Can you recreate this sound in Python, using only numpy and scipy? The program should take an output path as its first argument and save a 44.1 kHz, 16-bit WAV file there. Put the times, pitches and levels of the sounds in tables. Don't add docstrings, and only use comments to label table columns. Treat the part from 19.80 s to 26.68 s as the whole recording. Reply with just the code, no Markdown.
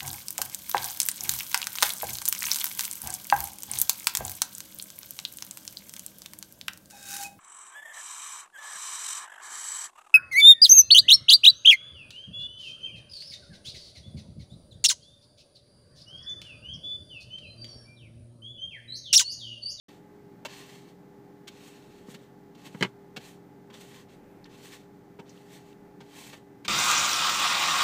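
import sys
import numpy as np
from scipy import signal
from scipy.fft import rfft, irfft
from scipy.io import wavfile

SR = 44100
rng = np.random.default_rng(int(sys.argv[2]) if len(sys.argv) > 2 else 0)


def materialize(psi):
    bounded = np.clip(np.atleast_2d(psi).T, -1, 1)
    quanta = np.round(bounded * 32767).astype(np.int16)
    wavfile.write(sys.argv[1], SR, quanta)


N = 303408
TIME = np.arange(N) / SR
HIT_TIME = TIME[:SR // 3]

# start/s, length/s, level/dB, change by the end/dB, added for fizz/dB
STROKES = [(0.049, 0.078, -49, -13, -7), (0.677, 0.39, -45.5, -17, -7), (1.691, 0.73, -58, -8, -7),
           (2.764, 0.27, -60.5, 0, -5), (3.39, 0.11, -51.5, -6.5, -2.5), (3.921, 0.25, -52.5, -6.5, -4),
           (4.28, 0.015, -61, 1, -5.5), (4.687, 0.29, -58, -3.5, -6), (5.447, 0.43, -62, -3.5, -6),
           (6.189, 0.34, -67.5, 13, -7)]
# middle/s, half length/s, swish boost/dB, fizz boost/dB
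ARM_PUSHES = [(0.783, 0.016, 2, 4), (1.874, 0.045, 4.5, 8), (2.318, 0.04, 9, 13.5), (2.863, 0.025, 15, 15),
              (4.014, 0.014, 6, 7), (4.166, 0.054, 5.5, 2), (4.857, 0.043, 9.5, 12.5),
              (4.936, 0.028, 11.5, 12), (5.743, 0.052, 11, 13.5), (6.377, 0.048, 12.5, 15.5),
              (6.467, 0.044, 7.5, 11.5)]
# f/Hz, level/dB
SWISH_TONE = [(150, -9.5), (500, 0.5), (1050, 3.5), (1400, -4.5), (1800, 5), (2300, 3), (3100, 4),
              (4400, 2), (5100, -5), (6300, -3), (8000, -12), (10500, -34.5), (15000, -32)]
# f/Hz, level/dB
FIZZ_TONE = [(3000, -39.5), (5500, -4), (7800, 1.5), (9500, -3.5), (11500, -8.5), (14000, -3.5),
             (16000, -14)]
# t/s, level/dB, rise/s, low edge/Hz, high edge/Hz, head pitch/Hz, pock/dB, boom/dB
SLAPS = [(0.649, -34.5, 0.0013, 502, 9200, 603, -40, -67),
         (1.670, -35.5, 0.0084, 2200, 8950, 374, -45, -52),
         (2.339, -44.5, 0.0029, 704, 9000, 507, -55, -40), (2.746, -55.5, 0.0043, 900, 7960, 463, -59, -60),
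         (2.859, -53, 0.0043, 400, 7000, 268, -44, -41), (3.361, -35, 0.0046, 304, 8000, 453, -41, -34.5),
         (3.897, -48, 0.004, 300, 2500, 1017, -54, -44), (3.934, -46, 0.005, 1000, 9000, 505.5, -52, -59),
         (4.651, -49.5, 0.0031, 1000, 2800, 1810, -52, -66),
         (5.390, -46, 0.0029, 200, 2780, 923, -44.5, -40), (6.203, -48, 0.0027, 398, 4130, 912.4, -49, -46),
         (6.526, -40, 0.0053, 497, 2620, 1794, -46, -52),
         (6.844, -33.5, 0.0067, 1303, 6900, 1060, -48, -42)]
# f/Hz, level/dB
SLAP_TONE = [(100, -31), (250, 16.5), (500, 6), (1100, 4.5), (1500, 3), (2000, 3), (3300, 4.5), (4500, -1),
             (5300, -3.5), (7500, -4.5), (10500, -15.5), (15000, -7)]
# t/s, level/dB, treble limit/Hz (higher is harder), door boom/dB
KNOCKS = [(2.284, -38.5, 700, -40.5), (2.946, -35.5, 1506, -32.5), (3.009, -29, 7140, -26),
          (3.016, -28, 600, -25.5), (3.0252, -15, 6511, -30.5), (3.047, -26, 3200, -31.5),
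          (5.389, -38, 1100, -51)]
# f/Hz, level/dB
CRACK_TONE = [(90, -40.5), (190, 2.5), (290, 0.5), (480, 6.5), (720, -13), (950, -1.5), (3000, -4.5),
              (4500, -13.5), (7000, -13.5), (10500, -21.5), (15000, -15)]
# f/Hz, level/dB, t60/s (time to fade by 60 dB)
WINDOW_NOTES = [(328, -6.5, 0.042), (421.2, -5.5, 0.12), (508, 5.5, 0.035), (840, -4.5, 0.08),
                (960, 2, 0.12), (1155, -4.5, 0.1), (1215, -12, 0.16), (1450, -9, 0.071), (1590, -5.5, 0.17),
                (1672, 0, 0.096), (1990, 2, 0.071), (2150, -2, 0.085), (2157, 1, 0.072), (2520, -11, 0.05),
                (2990, 9, 0.048), (3150, 1, 0.057), (3306, -5, 0.061), (3550, -9, 0.07), (3768, -11, 0.06),
                (4050, -2.5, 0.096), (4450, -1.5, 0.049)]
# f/Hz, level/dB, t60/s
DOOR_NOTES = [(124.3, -11, 0.22), (147.2, -3, 0.14), (200, -0.5, 0.086), (229, -2.5, 0.095)]
# t/s, level/dB, f/Hz, t60/s
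ICE_SNAPS = [(4.643, -42.5, 4440, 0.016), (5.494, -53, 5700, 0.08), (5.576, -52, 3300, 0.019),
             (5.929, -48.5, 3188, 0.012)]
# middle/s, half length/s, level/dB
SNOW_SLIDES = [(2.15, 0.13, -62), (4.523, 0.27, -60.5), (6.028, 0.23, -66)]
# f/Hz, level/dB
SNOW_TONE = [(400, 11), (1100, -1.5), (1900, -5), (2600, -5.5), (4000, -27), (9000, -21)]
# t/s, f/Hz
FIRING_RATE = [(0.1, 44.78), (0.38, 45.8), (0.52, 44.38), (2.03, 45.08), (2.8, 44.54), (3.6, 44.62),
               (4.63, 44.41), (6.05, 45.02), (6.85, 44.33)]
# pitch multiplier, level/dB
HUM_NOTES = [(1, -75), (2, -73), (3, -62.5), (4, -59), (5, -73), (6.5, -58.5), (8, -74), (9, -55.5),
             (11, -68)]
# f/Hz, level/dB
FAN_NOTES = [(846, -65), (1572, -79.5), (1766, -78.5), (2019, -79.5)]
# f/Hz, level/dB
AIR_TONE = [(25, -35.5), (70, -20.5), (115, -2), (190, 3), (380, -2.5), (520, -8), (650, -11.5),
            (810, -6.5), (950, -15), (2000, -21.5), (2700, -29), (6500, -33.5), (10500, -39.5),
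            (14500, -34)]


def brush_strokes():
    swish_level, fizz_level = brush_drag()
    judder = amp(drift(rate_hz=39))
    swish = colour(swish_level * judder * slips(per_s=7000, spread_db=1.5), SWISH_TONE)
    fizz = colour(fizz_level * judder * slips(per_s=12000, spread_db=0), FIZZ_TONE)
    rubbing = edge_echo(amp(-1.5) * swish + amp(-2.5) * fizz, echo_db=-16, delay_s=0.00089)
    return cabin(rubbing, wet_db=-11.5, t60=0.044)


def brush_drag():
    grip_s, lift_s = 0.015, 0.063
    bend_s, unbent_db = 0.04, -9.5
    swish, fizz = np.zeros(N), np.zeros(N)
    for start, length, db, change_db, fizz_db in STROKES:
        t = np.arange(0, length + 3 * lift_s, 1 / SR)
        grip = 1 - np.exp(-t / grip_s)
        lift = np.exp(-(np.maximum(t - length, 0) / lift_s) ** 2)
        level = grip * lift * amp(db + change_db * np.minimum(t / length, 1))
        add(swish, start, level)
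        add(fizz, start, level * amp(fizz_db + unbent_db * np.exp(-t / bend_s)))
    for middle, half, swish_db, fizz_db in ARM_PUSHES:
        push = swell(middle, half)
        swish *= amp(swish_db * push)
        fizz *= amp(fizz_db * push)
    uneven = amp(1.15 * drift(rate_hz=10))
    return swish * uneven, fizz * uneven


def bristle_slaps():
    landing_s, pock_fade_s = 0.018, 0.017
    bristles, thuds = np.zeros(N), np.zeros(N)
    clicks = slips(per_s=6300, spread_db=1)
    door = cut_bass(ring(DOOR_NOTES), corner_hz=96, order=3)
    for start, db, rise, low_hz, high_hz, head_hz, pock_db, boom_db in SLAPS:
        touch = 1 - np.exp(-(HIT_TIME / rise) ** 2)
        landing = touch * np.exp(-(HIT_TIME / landing_s) ** 3)
        clicks_now = np.roll(clicks, -round(start * SR))[:len(HIT_TIME)]
        burst = cut_treble(landing * clicks_now, high_hz)
        add(bristles, start, amp(db + 2) * cut_bass(burst, low_hz))
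        pock = touch * np.exp(-HIT_TIME / pock_fade_s) * np.sin(2 * np.pi * head_hz * HIT_TIME)
        add(thuds, start, amp(pock_db) * pock)
        add(thuds, start + rise, amp(boom_db) * door)
    inside = through_window(colour(bristles, SLAP_TONE), ring_db=-20)
    return thuds + cabin(inside, wet_db=-7, t60=0.06)


def wood_knocks():
    out = np.zeros(N)
    window = ring(WINDOW_NOTES) * np.exp(-(HIT_TIME / 0.029) ** 3)
    door = ring(DOOR_NOTES)
    for start, db, treble_hz, boom_db in KNOCKS:
        crack = colour(fading_noise(t60=0.053) + amp(-11) * fading_noise(t60=0.099), CRACK_TONE)
        add(out, start, amp(db - 2) * cut_treble(crack + window, treble_hz, order=2))
        add(out, start, amp(boom_db) * door)
    return cut_bass(out, corner_hz=98, order=4)


def ice_snaps():
    out = np.zeros(N)
    for start, db, hz, t60 in ICE_SNAPS:
        band = signal.butter(2, [hz * 0.8, hz * 1.2], "band", fs=SR, output="sos")
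        add(out, start, amp(db + 9.5) * signal.sosfilt(band, fading_noise(t60)))
    return out


def sliding_snow():
    flow = sum(amp(db) * swell(middle, half) for middle, half, db in SNOW_SLIDES)
    return colour(flow * rng.standard_normal(N), SNOW_TONE)


def idle_hum():
    firings = np.cumsum(np.interp(TIME, *np.transpose(FIRING_RATE))) / SR
    hum = np.zeros(N)
    for multiple, db in HUM_NOTES:
        level = amp(db + 1.4 * drift(rate_hz=3.8))
        hum += level * np.sin(2 * np.pi * (multiple * firings + rng.random()))
    return hum


def heater():
    fan_time = np.cumsum(1 + 0.00287 * drift(rate_hz=3.9)) / SR
    whine = sum(amp(db + 1.1 * drift(rate_hz=2.5)) * np.sin(2 * np.pi * hz * fan_time)
                for hz, db in FAN_NOTES)
    air = amp(-55) * colour(rng.standard_normal(N), AIR_TONE)
    return whine + air


def edge_echo(x, echo_db, delay_s):
    delay = delay_s * np.exp(0.318 * drift(rate_hz=1.92))
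    echo = np.interp(TIME - delay, TIME, x)
    return (x + amp(echo_db) * echo) / np.sqrt(1 + amp(echo_db) ** 2)


def through_window(x, ring_db):
    glass = ring(WINDOW_NOTES)
    return x + amp(ring_db) * signal.oaconvolve(x, glass / np.linalg.norm(glass))[:N]


def cabin(x, wet_db, t60):
    tail = fading_noise(t60) * (HIT_TIME > 0.0015)
    echoes = signal.oaconvolve(x, tail / np.linalg.norm(tail))[:N]
    return (x + amp(wet_db) * echoes) / np.sqrt(1 + amp(wet_db) ** 2)


def slips(per_s, spread_db):
    size = amp(spread_db * np.minimum(rng.exponential(1, N), 4))
    direction = rng.choice([-1, 1], N)
    slipping = rng.random(N) < per_s / SR
    return unit_level(size * direction * slipping)


def ring(notes):
    waves = [rng.choice([-1, 1]) * amp(db - 60 * HIT_TIME / t60) * np.sin(2 * np.pi * hz * HIT_TIME)
             for hz, db, t60 in notes]
    return sum(waves) / np.linalg.norm(amp([db for _, db, _ in notes]))


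def fading_noise(t60):
    return rng.standard_normal(len(HIT_TIME)) * np.exp(-np.log(1000) * HIT_TIME / t60)


def swell(middle, half):
    return np.exp(-np.minimum(((TIME - middle) / half) ** 2, 50))


def drift(rate_hz):
    hz = np.fft.rfftfreq(N, 1 / SR)
    slow_part = rfft(rng.standard_normal(N)) * np.exp(-(hz / rate_hz) ** 2)
    return unit_level(irfft(slow_part, N))


def colour(x, tone):
    tone_hz, db = np.transpose(tone)
    hz = abs(np.fft.fftfreq(2 ** 12, 1 / SR))
    log_gain = np.log(amp(np.interp(np.log(hz + 1), np.log(tone_hz), db)))
    response = np.fft.ifft(np.exp(np.conj(signal.hilbert(log_gain)))).real
    return signal.oaconvolve(x, response / np.linalg.norm(response))[:len(x)]


def cut_treble(x, corner_hz, order=1):
    return signal.lfilter(*signal.butter(order, corner_hz, fs=SR), x)


def cut_bass(x, corner_hz, order=2):
    return signal.sosfilt(signal.butter(order, corner_hz, "high", fs=SR, output="sos"), x)


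def amp(db):
    return 10 ** (np.asarray(db) / 20)


def unit_level(x):
    return x / np.sqrt(np.mean(x ** 2) + 1e-20)


def add(mix, start, sound):
    part = mix[round(start * SR):][:len(sound)]
    part += sound[:len(part)]


def scene():
    background = idle_hum() + heater()
    brush = brush_strokes() + bristle_slaps() + wood_knocks()
    return (background + brush + ice_snaps() + sliding_snow())[None]


def record(dry):
    silent_s, fade_s, top_hz = 0.083, 0.003, 15450
    fade_in = np.clip((TIME - silent_s) / fade_s, 0, 1)
    treble_cut = signal.firwin(511, top_hz, window=("kaiser", 9), fs=SR)
    return signal.oaconvolve(dry * fade_in, treble_cut[None], "same")


dry = scene()
out = record(dry)
materialize(out)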